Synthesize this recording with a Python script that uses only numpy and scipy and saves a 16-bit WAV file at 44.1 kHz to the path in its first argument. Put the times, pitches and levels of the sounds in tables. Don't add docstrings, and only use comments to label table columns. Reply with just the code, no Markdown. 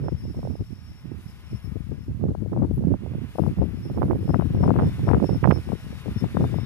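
import sys
import numpy as np
from scipy import signal
from scipy.fft import rfft, irfft, next_fast_len
from scipy.io import wavfile
from scipy.ndimage import uniform_filter1d, map_coordinates

SR = 44100
rng = np.random.default_rng(int(sys.argv[2]) if len(sys.argv) > 2 else 0)


def log_audio(samples):
    frames = np.atleast_2d(samples).T
    limited = np.clip(frames, -1, 1)
    pcm = np.round(limited * 32767).astype(np.int16)
    wavfile.write(sys.argv[1], SR, pcm)


N = 293265
TIME_S = np.arange(N) / SR
LEFT, RIGHT = 1, -1
USUAL_EDDY_HZ = 166.6
POP_SPREAD_DB = 6.5

# (time [s], relative left pressure [dB], relative right pressure [dB])
BREEZE = [(0, -36, -39), (.5, -40, -40), (.75, -49.5, -45.5), (1.15, -48.5, -48), (1.4, -42, -48),
          (1.9, -41, -49), (2.5, -45, -44), (3.25, -45, -43), (4, -41.5, -42), (4.7, -33, -33),
          (5.5, -35, -35), (5.85, -42, -45.5), (6.02, -44, -49.5), (6.3, -44, -43), (6.65, -38, -39.5)]
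# (middle [s], length [s], relative pressure [dB], eddy frequency [Hz], port [1 left, -1 right])
GUSTS = [(0.039, 0.084, -26.0, 185.3, -1), (0.038, 0.048, -31, 150.5, 1), (0.141, 0.044, -23, 145.5, 1),
         (0.239, 0.041, -30, 140, 1), (0.275, 0.069, -29.0, 177.9, -1), (0.382, 0.032, -30, 171, -1),
         (0.42, 0.11, -33, 140.3, 1), (0.485, 0.1, -26, 205.1, -1), (0.61, 0.021, -28, 178.6, -1),
         (0.607, 0.034, -22.0, 154.4, 1), (0.715, 0.036, -31.5, 120.9, -1), (0.85, 0.13, -39, 110.1, -1),
         (0.909, 0.029, -41.5, 105.5, 1), (1.07, 0.052, -33.5, 135.1, -1), (1.154, 0.075, -31, 180.7, -1),
         (1.269, 0.05, -34.5, 155.5, -1), (1.535, 0.041, -31, 158.8, -1), (1.54, 0.054, -27, 134.5, 1),
         (1.705, 0.11, -27.5, 134.7, 1), (1.84, 0.088, -34, 110.1, 1), (1.91, 0.043, -31, 200.1, 1),
         (1.96, 0.12, -32.5, 170.6, 1), (1.9, 0.025, -35, 150.7, -1), (2.09, 0.056, -32, 125.4, 1),
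         (2.145, 0.097, -26.5, 134.9, -1), (2.262, 0.093, -24.5, 159.2, -1), (2.375, 0.24, -27, 145, 1),
         (2.585, 0.13, -26.5, 174.2, -1), (2.605, 0.095, -18.5, 175.7, 1), (2.7, 0.06, -30, 160, -1),
         (2.729, 0.073, -20.5, 116.4, 1), (2.829, 0.21, -28.5, 134, 1), (2.8, 0.062, -24, 165.1, -1),
         (2.885, 0.11, -21, 180.4, -1), (3.138, 0.23, -27.0, 164.9, -1), (3.15, 0.072, -31, 150.2, 1),
         (3.46, 0.082, -19.5, 150.3, 1), (3.445, 0.025, -29.5, 149.8, -1), (3.525, 0.036, -28, 149.9, -1),
         (3.585, 0.037, -19, 160, -1), (3.625, 0.07, -18.5, 155.1, 1), (3.729, 0.13, -29.5, 129.4, 1),
         (3.861, 0.11, -29, 194.5, -1), (4.05, 0.2, -21.5, 195.1, -1), (4.071, 0.3, -25, 160.3, 1),
         (4.28, 0.13, -28.5, 150.7, -1), (4.32, 0.066, -17.0, 227.1, 1), (4.41, 0.15, -20.5, 159.8, 1),
         (4.61, 0.19, -23.0, 164.8, -1), (4.71, 0.3, -19, 172, 1), (4.819, 0.11, -18.5, 185, -1),
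         (5.009, 0.069, -27.5, 157.7, 1), (5.03, 0.1, -22, 144.9, -1), (5.131, 0.098, -16, 150, 1),
         (5.21, 0.09, -19.5, 199.6, -1), (5.32, 0.0914, -23, 164.6, -1), (5.358, 0.075, -26.5, 158.6, 1),
         (5.478, 0.07, -15.5, 189.8, -1), (5.46, 0.088, -29, 149.7, 1), (5.555, 0.09, -24, 185.3, -1),
         (5.83, 0.042, -37, 119.9, -1), (5.92, 0.048, -38, 125.3, -1), (5.712, 0.07, -24.5, 195.5, 1),
         (5.93, 0.19, -34.5, 155.1, 1), (6.09, 0.062, -25, 193.2, 1), (6.11, 0.024, -32, 140.3, -1),
         (6.168, 0.034, -24.5, 145.2, 1), (6.22, 0.24, -33, 135, -1), (6.24, 0.044, -21, 160.1, 1),
         (6.412, 0.11, -19.5, 185.2, 1), (6.425, 0.099, -25, 175.6, -1), (6.572, 0.13, -24.5, 174.7, 1)]
# (frequency [Hz], relative density [dB])
EDDY_SPECTRUM = [(20, -12), (60, -0.5), (120, -0.5), (200, -8.5), (320, -17), (500, -37), (800, -42),
                 (1400, -58.5), (2500, -99)]
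# (time [s], peak [dB], pitch [Hz], port [1 left, -1 right])
SHARP_EDDIES = [(0.084, -13, 660, -1), (0.122, -15, 250, 1), (0.254, -29, 490, -1),
                (0.281, -22.5, 226.4, -1), (0.348, -29.5, 556, -1), (0.431, -23.5, 616, -1),
                (0.452, -19, 522, -1), (0.474, -17, 482, -1), (0.507, -29, 517, -1), (0.526, -35, 480, -1),
                (0.555, -24, 500, -1), (0.707, -23.5, 199.6, -1), (1.531, -19, 220.9, 1),
                (1.758, -16, 255.6, 1), (1.807, -24, 170.5, 1), (2.084, -19, 236.8, -1),
                (2.232, -16, 270.2, -1), (2.24, -11, 428.6, -1), (2.29, -30, 480.3, 1),
                (2.351, -17, 581, 1), (2.531, -25.5, 904, -1), (2.535, -20, 680.6, -1),
                (2.564, -16, 532, 1), (2.575, -14, 526.5, 1), (2.598, -27, 576.5, 1),
                (2.621, -11.5, 470, 1), (2.635, -20, 640, 1), (2.645, -23, 660, 1), (2.712, -13, 333.3, 1),
                (2.839, -20, 508.7, -1), (2.872, -7.5, 257.7, -1), (2.882, -29.5, 660, -1),
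                (2.907, -11.5, 280, -1), (2.92, -7.5, 312.2, -1), (2.94, -14.5, 600, -1),
                (3.063, -21, 500, -1), (3.137, -28.5, 524, -1), (3.357, -21, 517.5, 1),
                (3.386, -11, 656, 1), (3.395, -5, 474, 1), (3.437, -18.5, 716, 1), (3.465, -16, 688.4, 1),
                (3.485, -22, 536.4, 1), (3.587, -21, 502.5, 1), (3.619, -11.5, 500, 1),
                (3.63, -16.5, 541, 1), (3.9, -19.5, 519.3, -1), (3.976, -18.5, 683, -1),
                (3.984, -16.5, 563.7, -1), (4.02, -8.5, 809.5, -1), (4.03, -10, 793.4, -1),
                (4.054, -33, 784.4, -1), (4.082, -25, 558.4, -1), (4.11, -9, 753.7, -1),
                (4.132, -14, 589, -1), (4.279, -19.5, 519.3, 1), (4.293, -19, 812.3, 1),
                (4.306, -17, 587, 1), (4.338, -16.5, 518, 1), (4.344, -6.5, 950, 1), (4.398, -13.5, 736, 1),
                (4.41, -20, 1078, 1), (4.422, -17, 753, 1), (4.55, -19.5, 587, 1), (4.61, -18.5, 479, 1),
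                (4.632, -14, 598.6, 1), (4.637, -11, 776, 1), (4.641, -12, 843, 1), (4.66, -15, 601, 1),
                (4.679, -9.5, 739.7, 1), (4.694, -9, 541.8, 1), (4.706, -4.5, 729, 1), (4.741, -23, 809, 1),
                (4.763, -14.5, 819, 1), (4.789, -10.5, 854, -1), (4.795, -12, 995, 1),
                (4.8, -12.5, 838, -1), (4.822, -19, 930.5, 1), (4.833, -13.5, 591, -1),
                (4.845, -20, 620, -1), (4.994, -23.5, 621.3, 1), (5.074, -15, 519.5, 1),
                (5.081, -11, 683, 1), (5.084, -12.5, 649, 1), (5.09, -9.5, 1155, 1), (5.1, -18, 790.5, 1),
                (5.113, -8, 833, 1), (5.134, -7, 820, 1), (5.146, -11, 951.6, 1), (5.168, -17, 614.4, -1),
                (5.201, -17.5, 772.5, -1), (5.227, -8, 471.7, -1), (5.244, -12.5, 569.4, -1),
                (5.294, -12, 603.4, -1), (5.347, -20.5, 581, -1), (5.43, -10, 318.6, -1),
                (5.44, -14, 1703, -1), (5.443, -4.5, 1081, -1), (5.475, -5.5, 718, -1),
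                (5.489, -1.5, 240.2, -1), (5.498, -31, 954, -1), (5.51, -3, 1038, -1),
                (5.5147, -12, 1717, -1), (5.561, -23, 818, -1), (5.574, -25, 848, -1), (5.69, -25, 682, 1),
                (5.72, -16, 638, 1), (6.06, -18.5, 397.3, 1), (6.082, -21, 549.4, 1),
                (6.243, -16, 631.7, 1), (6.37, -8, 869.6, 1), (6.409, -22, 710, 1), (6.416, -21, 701, 1),
                (6.442, -13, 708.6, 1), (6.449, -17, 557, 1), (6.543, -17, 607.4, 1),
                (6.586, -18.5, 657.7, 1)]
# (time [s], relative level [dB])
WASH_LEVEL = [(0, -64.5), (.6, -69), (1.55, -64), (2.3, -72), (2.8, -70), (3.24, -62), (3.7, -63.5),
              (4.1, -65), (4.9, -57), (5.5, -60.5), (6.15, -58), (6.65, -57.5)]
# (frequency [Hz], relative density [dB])
WASH_SPECTRUM = [(200, 16), (600, 4.5), (1000, 5.5), (1800, 5), (2700, 3), (3400, 1.5), (4200, -6),
                 (6000, -21), (8000, -53), (15000, -76)]
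# (time [s], relative level [dB])
HISS_LEVEL = [(0, -79), (.3, -75.5), (1.05, -79), (1.35, -75), (2.15, -81), (3.1, -80), (3.4, -72),
              (3.7, -77), (4.4, -74.5), (4.95, -68.5), (5.5, -71), (6.1, -67.5), (6.65, -70)]
# (frequency [Hz], relative density [dB])
HISS_SPECTRUM = [(2500, -1), (4200, 3), (6000, -1.5), (7500, -3), (9200, -2), (12500, -15), (15500, -20)]
# (frequency [Hz], relative density [dB])
FIZZ_SPECTRUM = [(7500, -31), (9200, -7), (10300, 3.5), (11300, 2.5), (12500, -2), (13600, 0.5),
                 (15500, -14.5)]
# (middle [s], length [s], relative level [dB])
FIZZ_FLARES = [(0.214, 0.054, -79), (1.233, 0.088, -72.5), (1.649, 0.11, -74.5), (2.756, 0.044, -68.5),
               (3.408, 0.1, -69), (4.043, .5, -74.5)]
# (frequency [Hz], relative density [dB])
SELF_NOISE_SPECTRUM = [(500, -21), (5000, 4.5), (9000, -4.5), (13000, -13.5), (15500, -7.5)]
# (time [s], pitch [Hz])
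LEAD_PITCH = [(0, 5240), (.05, 5325), (.14, 5410), (.24, 5380), (.44, 5455), (.53, 5425), (.575, 5395),
              (.63, 5485), (.83, 5410), (.98, 5410), (1.08, 5450), (1.2, 5190), (1.28, 5330), (1.36, 5540),
              (1.44, 5450), (1.53, 5295), (1.61, 5385), (1.73, 5250), (1.9, 5200), (2.04, 5310),
              (3.4, 5400), (3.72, 5040), (3.77, 5110), (3.82, 5290), (3.86, 5355), (3.91, 5395),
              (3.96, 5360), (4, 5280), (4.1, 5420), (4.25, 5490), (4.35, 5410), (4.5, 5550), (4.75, 5200),
              (5, 5540), (5.16, 5200), (5.25, 5330), (5.31, 5375), (5.44, 5210), (5.67, 5490), (5.85, 5440),
              (6.04, 5540), (6.15, 5360), (6.22, 5320), (6.32, 5200), (6.48, 5410), (6.65, 5410)]
# (time [s], level at resonance [dB])
LEAD_LEVEL = [(0, -61), (.25, -49.5), (.48, -50), (.6, -49.5), (1.05, -52), (1.2, -77), (1.3, -53),
              (1.42, -59), (1.55, -51), (1.62, -58.5), (1.675, -53), (1.73, -68), (1.8, -66), (2.04, -61),
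              (2.2, -95), (3.05, -86), (3.16, -65), (3.26, -73), (3.4, -70), (3.8, -60), (3.855, -51),
              (3.94, -57), (4.02, -73), (4.3, -56), (4.65, -53), (4.72, -66), (4.85, -56.5), (4.89, -50),
              (5.08, -53.5), (5.17, -62), (5.23, -54), (5.27, -46.5), (5.35, -49), (5.41, -53), (5.5, -54),
              (5.55, -45), (5.6, -51.5), (5.85, -51), (6.02, -57), (6.13, -62), (6.2, -48), (6.26, -63),
              (6.4, -62), (6.65, -53)]
# (multiple of the pitch [ratio], resonance [Hz])
LEAD_PARTIALS = [(13 / 14, 4990), (1, 5340), (15 / 8, 10010), (2, 10590)]
# (relative peak [dB], width [Hz])
LEAD_RESONANCES = [(-14.5, 60), (0, 44), (-12.5, 54), (-25.5, 70)]
# (time [s], pitch [Hz])
SECOND_PITCH = [(0, 4970), (1.3, 5020), (1.75, 5100), (1.85, 5050), (2.02, 5110), (3.35, 5160),
                (3.55, 4990), (3.63, 5085), (3.72, 5050), (3.79, 5130), (3.86, 5000), (4.05, 4990),
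                (4.3, 5195), (4.45, 5060), (5.65, 5130), (6.4, 5000), (6.52, 5050), (6.6, 5160),
                (6.65, 5150)]
# (time [s], level [dB])
SECOND_LEVEL = [(0, -76), (1.2, -75), (1.3, -63), (1.4, -74), (1.8, -77), (2.02, -69), (2.2, -93),
                (3.25, -86.5), (3.42, -65), (3.55, -76), (3.63, -68), (3.72, -77), (3.775, -62),
                (3.83, -79.5), (4.2, -72), (4.31, -58), (4.42, -78), (5.7, -70), (6.48, -71.5), (6.6, -56),
                (6.65, -56.5)]
# (time [s], pitch [Hz])
LOW_PITCH = [(0, 3690), (1, 3750), (1.9, 3730), (3.3, 3470), (3.75, 3470), (4.35, 3840), (4.8, 3560),
             (5.3, 3670), (5.65, 3790), (5.85, 3720), (5.96, 3780), (6.14, 3560), (6.25, 3630), (6.4, 3650),
             (6.52, 3600), (6.65, 3680)]
# (time [s], level [dB])
LOW_LEVEL = [(0, -77), (1, -75), (1.3, -81), (2.4, -84), (3.3, -77), (4.1, -80), (4.45, -68), (4.65, -71),
             (4.88, -62), (5.03, -66), (5.2, -68), (5.8, -68), (5.96, -63.5), (6.08, -68), (6.2, -57),
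             (6.28, -67), (6.4, -57), (6.52, -65), (6.65, -56)]
# (frequency [Hz], relative density [dB])
RUSH_SPECTRUM = [(4200, -26), (4900, -8.5), (5400, 0), (6100, -22.5)]


def from_db(db):
    return 10 ** (np.asarray(db) / 20)


def unit_rms(x):
    return x / np.sqrt(np.mean(x ** 2) + 1e-20)


def curve(rows, column=1):
    columns = np.transpose(rows)
    return np.interp(TIME_S, columns[0], columns[column])


def butter(x, hz, kind, order=2):
    return signal.sosfilt(signal.butter(order, hz, kind, fs=SR, output="sos"), x)


def drift(rate_hz):
    hop, settle = 20, 4000
    pole = np.exp(-2 * np.pi * hop * rate_hz / SR)
    white = rng.standard_normal(N // hop + settle + 2)
    slow = signal.lfilter([1], [1, -2 * pole, pole * pole], white)[settle:]
    return np.interp(np.arange(N) / hop, np.arange(len(slow)), unit_rms(slow))


def noise(spectrum, size=N):
    hz, db = np.transpose(spectrum)
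    padded = next_fast_len(size)
    bins_hz = np.maximum(np.fft.rfftfreq(padded, 1 / SR), 1)
    gain = from_db(np.interp(np.log(bins_hz), np.log(hz), db)) * np.minimum(bins_hz / hz[0], 1)
    return unit_rms(irfft(rfft(rng.standard_normal(padded)) * gain, padded)[:size])


def local_rms(x, span_s):
    size = int(span_s * SR)
    return np.sqrt(np.abs(uniform_filter1d(uniform_filter1d(x ** 2, size), size)) + 1e-12)


def swell(middle_s, length_s, steepness):
    return 1 / (1 + np.abs(2 * (TIME_S - middle_s) / length_s) ** steepness)


def left_first(x, lead_s):
    return np.array([x, np.interp(TIME_S - lead_s, TIME_S, x)])


def wind(port, breeze_eddy_hz=110):
    power = from_db(curve(BREEZE, 1 if port == LEFT else 2)) ** 2
    weighted_hz = power * breeze_eddy_hz
    for middle_s, length_s, db, hz, gust_port in GUSTS:
        if gust_port == port:
            gust = from_db(db) ** 2 * swell(middle_s, length_s, steepness=10)
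            power += gust
            weighted_hz += gust * hz
    wander_db = 2 * drift(22)
    return 10 * np.log10(power) + wander_db, weighted_hz / power * from_db(.3 * wander_db)


def turbulence(pressure_db, calm_db=-42, rough_db=-24):
    return np.clip((pressure_db - calm_db) / (rough_db - calm_db), 0, 1)


def buffeting(flow, gain_db, lump_rate_hz, low_cut_hz, span_s):
    pressure_db, eddy_hz = flow
    depth_db = 2 + 2 * turbulence(pressure_db)
    lumps = from_db(depth_db * np.clip(drift(lump_rate_hz), -2.5, 1.8))
    speed = (eddy_hz / USUAL_EDDY_HZ) ** 1.05 * np.sqrt(lumps)
    pattern = noise(EDDY_SPECTRUM, size=2 * N)
    passing = map_coordinates(pattern, [np.cumsum(speed)], order=3, mode="wrap")
    pressure = butter(lumps * passing, low_cut_hz, "high")
    return from_db(pressure_db + gain_db) * pressure / local_rms(pressure, span_s)


def eddy_swarms(reach_s, gain_db, pitch_ratio, early_share=.38):
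    rows = []
    for time_s, db, hz, port in SHARP_EDDIES:
        for when, strength, pitch in rng.random((2, 3)):
            offset_s = reach_s * (when * (1 + early_share) - early_share)
            peak_db = db + gain_db + POP_SPREAD_DB * (2 * strength - 1)
            rows.append((time_s + offset_s, peak_db, hz * pitch_ratio * 2 ** (pitch - .5), port))
    return rows


def small_eddies(flow, port, max_per_s=24, usual_pitch_hz=334):
    pressure_db, eddy_hz = flow
    when, strength, pitch, chance = rng.random((int(max_per_s * N / SR), 4)).T
    at = (when * N).astype(int)
    peak_db = pressure_db[at] + 1 + POP_SPREAD_DB * (2 * strength - 1)
    pitch_hz = usual_pitch_hz * eddy_hz[at] / USUAL_EDDY_HZ * 2 ** (pitch - .5)
    shed = chance < turbulence(pressure_db[at]) ** 2
    return [(s, db, hz, port) for s, db, hz in zip(TIME_S[at][shed], peak_db[shed], pitch_hz[shed])]


def pops(eddies, width_cycles=.26, reach_s=.015, high_cut_hz=3200):
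    out = np.zeros((2, N))
    for time_s, peak_db, hz, port in eddies:
        near = slice(max(int((time_s - reach_s) * SR), 0), int((time_s + reach_s) * SR))
        cycles = (TIME_S[near] - time_s) * hz
        swing = np.cos(2 * np.pi * (cycles + rng.random())) / np.cosh(cycles / width_cycles)
        out[int(port == RIGHT), near] += from_db(peak_db) * swing
    return butter(out + 1e-18, high_cut_hz, "low", order=6)


def rotor_wash(gain_db, right_db, coherence):
    common = left_first(noise(WASH_SPECTRUM), lead_s=.00011)
    separate = np.array([noise(WASH_SPECTRUM), noise(WASH_SPECTRUM)])
    pair = np.sqrt(coherence) * common + np.sqrt(1 - coherence) * separate
    return pair * from_db(curve(WASH_LEVEL) + gain_db) * from_db([[0], [right_db]])


def hiss(hiss_gain_db, fizz_gain_db, pivot_db=-74.5):
    level_db = curve(HISS_LEVEL) + 1.5 * drift(9.8)
    bright = noise(HISS_SPECTRUM) * from_db(level_db + hiss_gain_db)
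    base_power = from_db(pivot_db + .72 * (level_db - pivot_db)) ** 2
    flare_power = sum(from_db(db) ** 2 * swell(middle_s, length_s, steepness=4)
                      for middle_s, length_s, db in FIZZ_FLARES)
    fizz = noise(FIZZ_SPECTRUM) * np.sqrt(base_power + flare_power)
    flicker_db = 1.5 * drift(60)
    return np.array([bright + fizz * from_db(fizz_gain_db + flicker_db), np.zeros(N)])


def self_noise(level_db):
    return from_db(level_db) * np.array([noise(SELF_NOISE_SPECTRUM), noise(SELF_NOISE_SPECTRUM)])


def whine(pitch_hz, level_db, right_db, jitter_hz=7, wander_hz=6, scatter=.32, right_lag_rad=1.77):
    wavering_hz = pitch_hz + jitter_hz * drift(78) + wander_hz * drift(2.95)
    phase = 2 * np.pi * np.cumsum(wavering_hz) / SR
    paths = (1 + scatter * (drift(38) + 1j * drift(38))) / np.sqrt(1 + 2 * scatter ** 2)
    fading_db = 1.2 * drift(3.3)
    tone = np.sqrt(2) * from_db(level_db + fading_db) * paths * np.exp(1j * phase)
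    return np.imag([tone, from_db(right_db) * tone * np.exp(-1j * right_lag_rad)])


def motor_whines():
    lead_hz, lead_db = curve(LEAD_PITCH), curve(LEAD_LEVEL)
    lead = np.zeros((2, N))
    for (ratio, centre_hz), (peak_db, width_hz) in zip(LEAD_PARTIALS, LEAD_RESONANCES):
        partial_hz = ratio * lead_hz
        loss_db = 10 * np.log10(1 + (2 * (partial_hz - centre_hz) / width_hz) ** 2)
        lead += whine(partial_hz, lead_db + peak_db - loss_db, right_db=-16)
    second = whine(curve(SECOND_PITCH), curve(SECOND_LEVEL), right_db=-12.5)
    low = whine(curve(LOW_PITCH), curve(LOW_LEVEL), right_db=-6)
    return lead + second + low


def treble_rush(gain_db, right_db):
    return noise(RUSH_SPECTRUM) * from_db(curve(LEAD_LEVEL) + gain_db) * from_db([[0], [right_db]])


def blade_buzz(gain_db):
    buzz = np.zeros(N)
    for blade_hz in (curve(LEAD_PITCH) / 26, curve(LOW_PITCH) / 18):
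        phase = 2 * np.pi * np.cumsum(blade_hz) / SR
        for harmonic in range(5, 15):
            fading_db = 4.5 * np.minimum(drift(5), 2)
            buzz += np.sin(harmonic * phase) * from_db(fading_db)
    buzz *= np.sqrt(2) * from_db(curve(WASH_LEVEL) + gain_db)
    return left_first(buzz, lead_s=.00012)


def scene():
    left_flow, right_flow = wind(LEFT), wind(RIGHT)
    left = buffeting(left_flow, gain_db=1.68, lump_rate_hz=45.3, low_cut_hz=69, span_s=.032)
    right = buffeting(right_flow, gain_db=1.37, lump_rate_hz=44.96, low_cut_hz=76, span_s=.029)
    wash = rotor_wash(gain_db=8, right_db=.84, coherence=.88)
    treble = hiss(hiss_gain_db=11, fizz_gain_db=8.5) + self_noise(level_db=-71.5)
    drone = wash + motor_whines() + treble_rush(gain_db=-17.5, right_db=-14) + blade_buzz(gain_db=-15)
    wakes = eddy_swarms(reach_s=.015, gain_db=-4.5, pitch_ratio=.5)
    fragments = eddy_swarms(reach_s=.0076, gain_db=-22.5, pitch_ratio=1.54)
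    strays = small_eddies(left_flow, LEFT) + small_eddies(right_flow, RIGHT)
    popping = pops(SHARP_EDDIES + wakes + fragments + strays)
    return np.array([left, right]) + popping + treble + drone


def record(dry, low_cut_hz=46.7, ceiling=.78, high_cut_hz=15500):
    lean = butter(dry, low_cut_hz, "high", order=5)
    rounded = lean / (1 + (lean / ceiling) ** 6) ** (1 / 6)
    return signal.sosfilt(signal.ellip(10, .1, 90, high_cut_hz, fs=SR, output="sos"), rounded)


dry = scene()
out = record(dry)
log_audio(out)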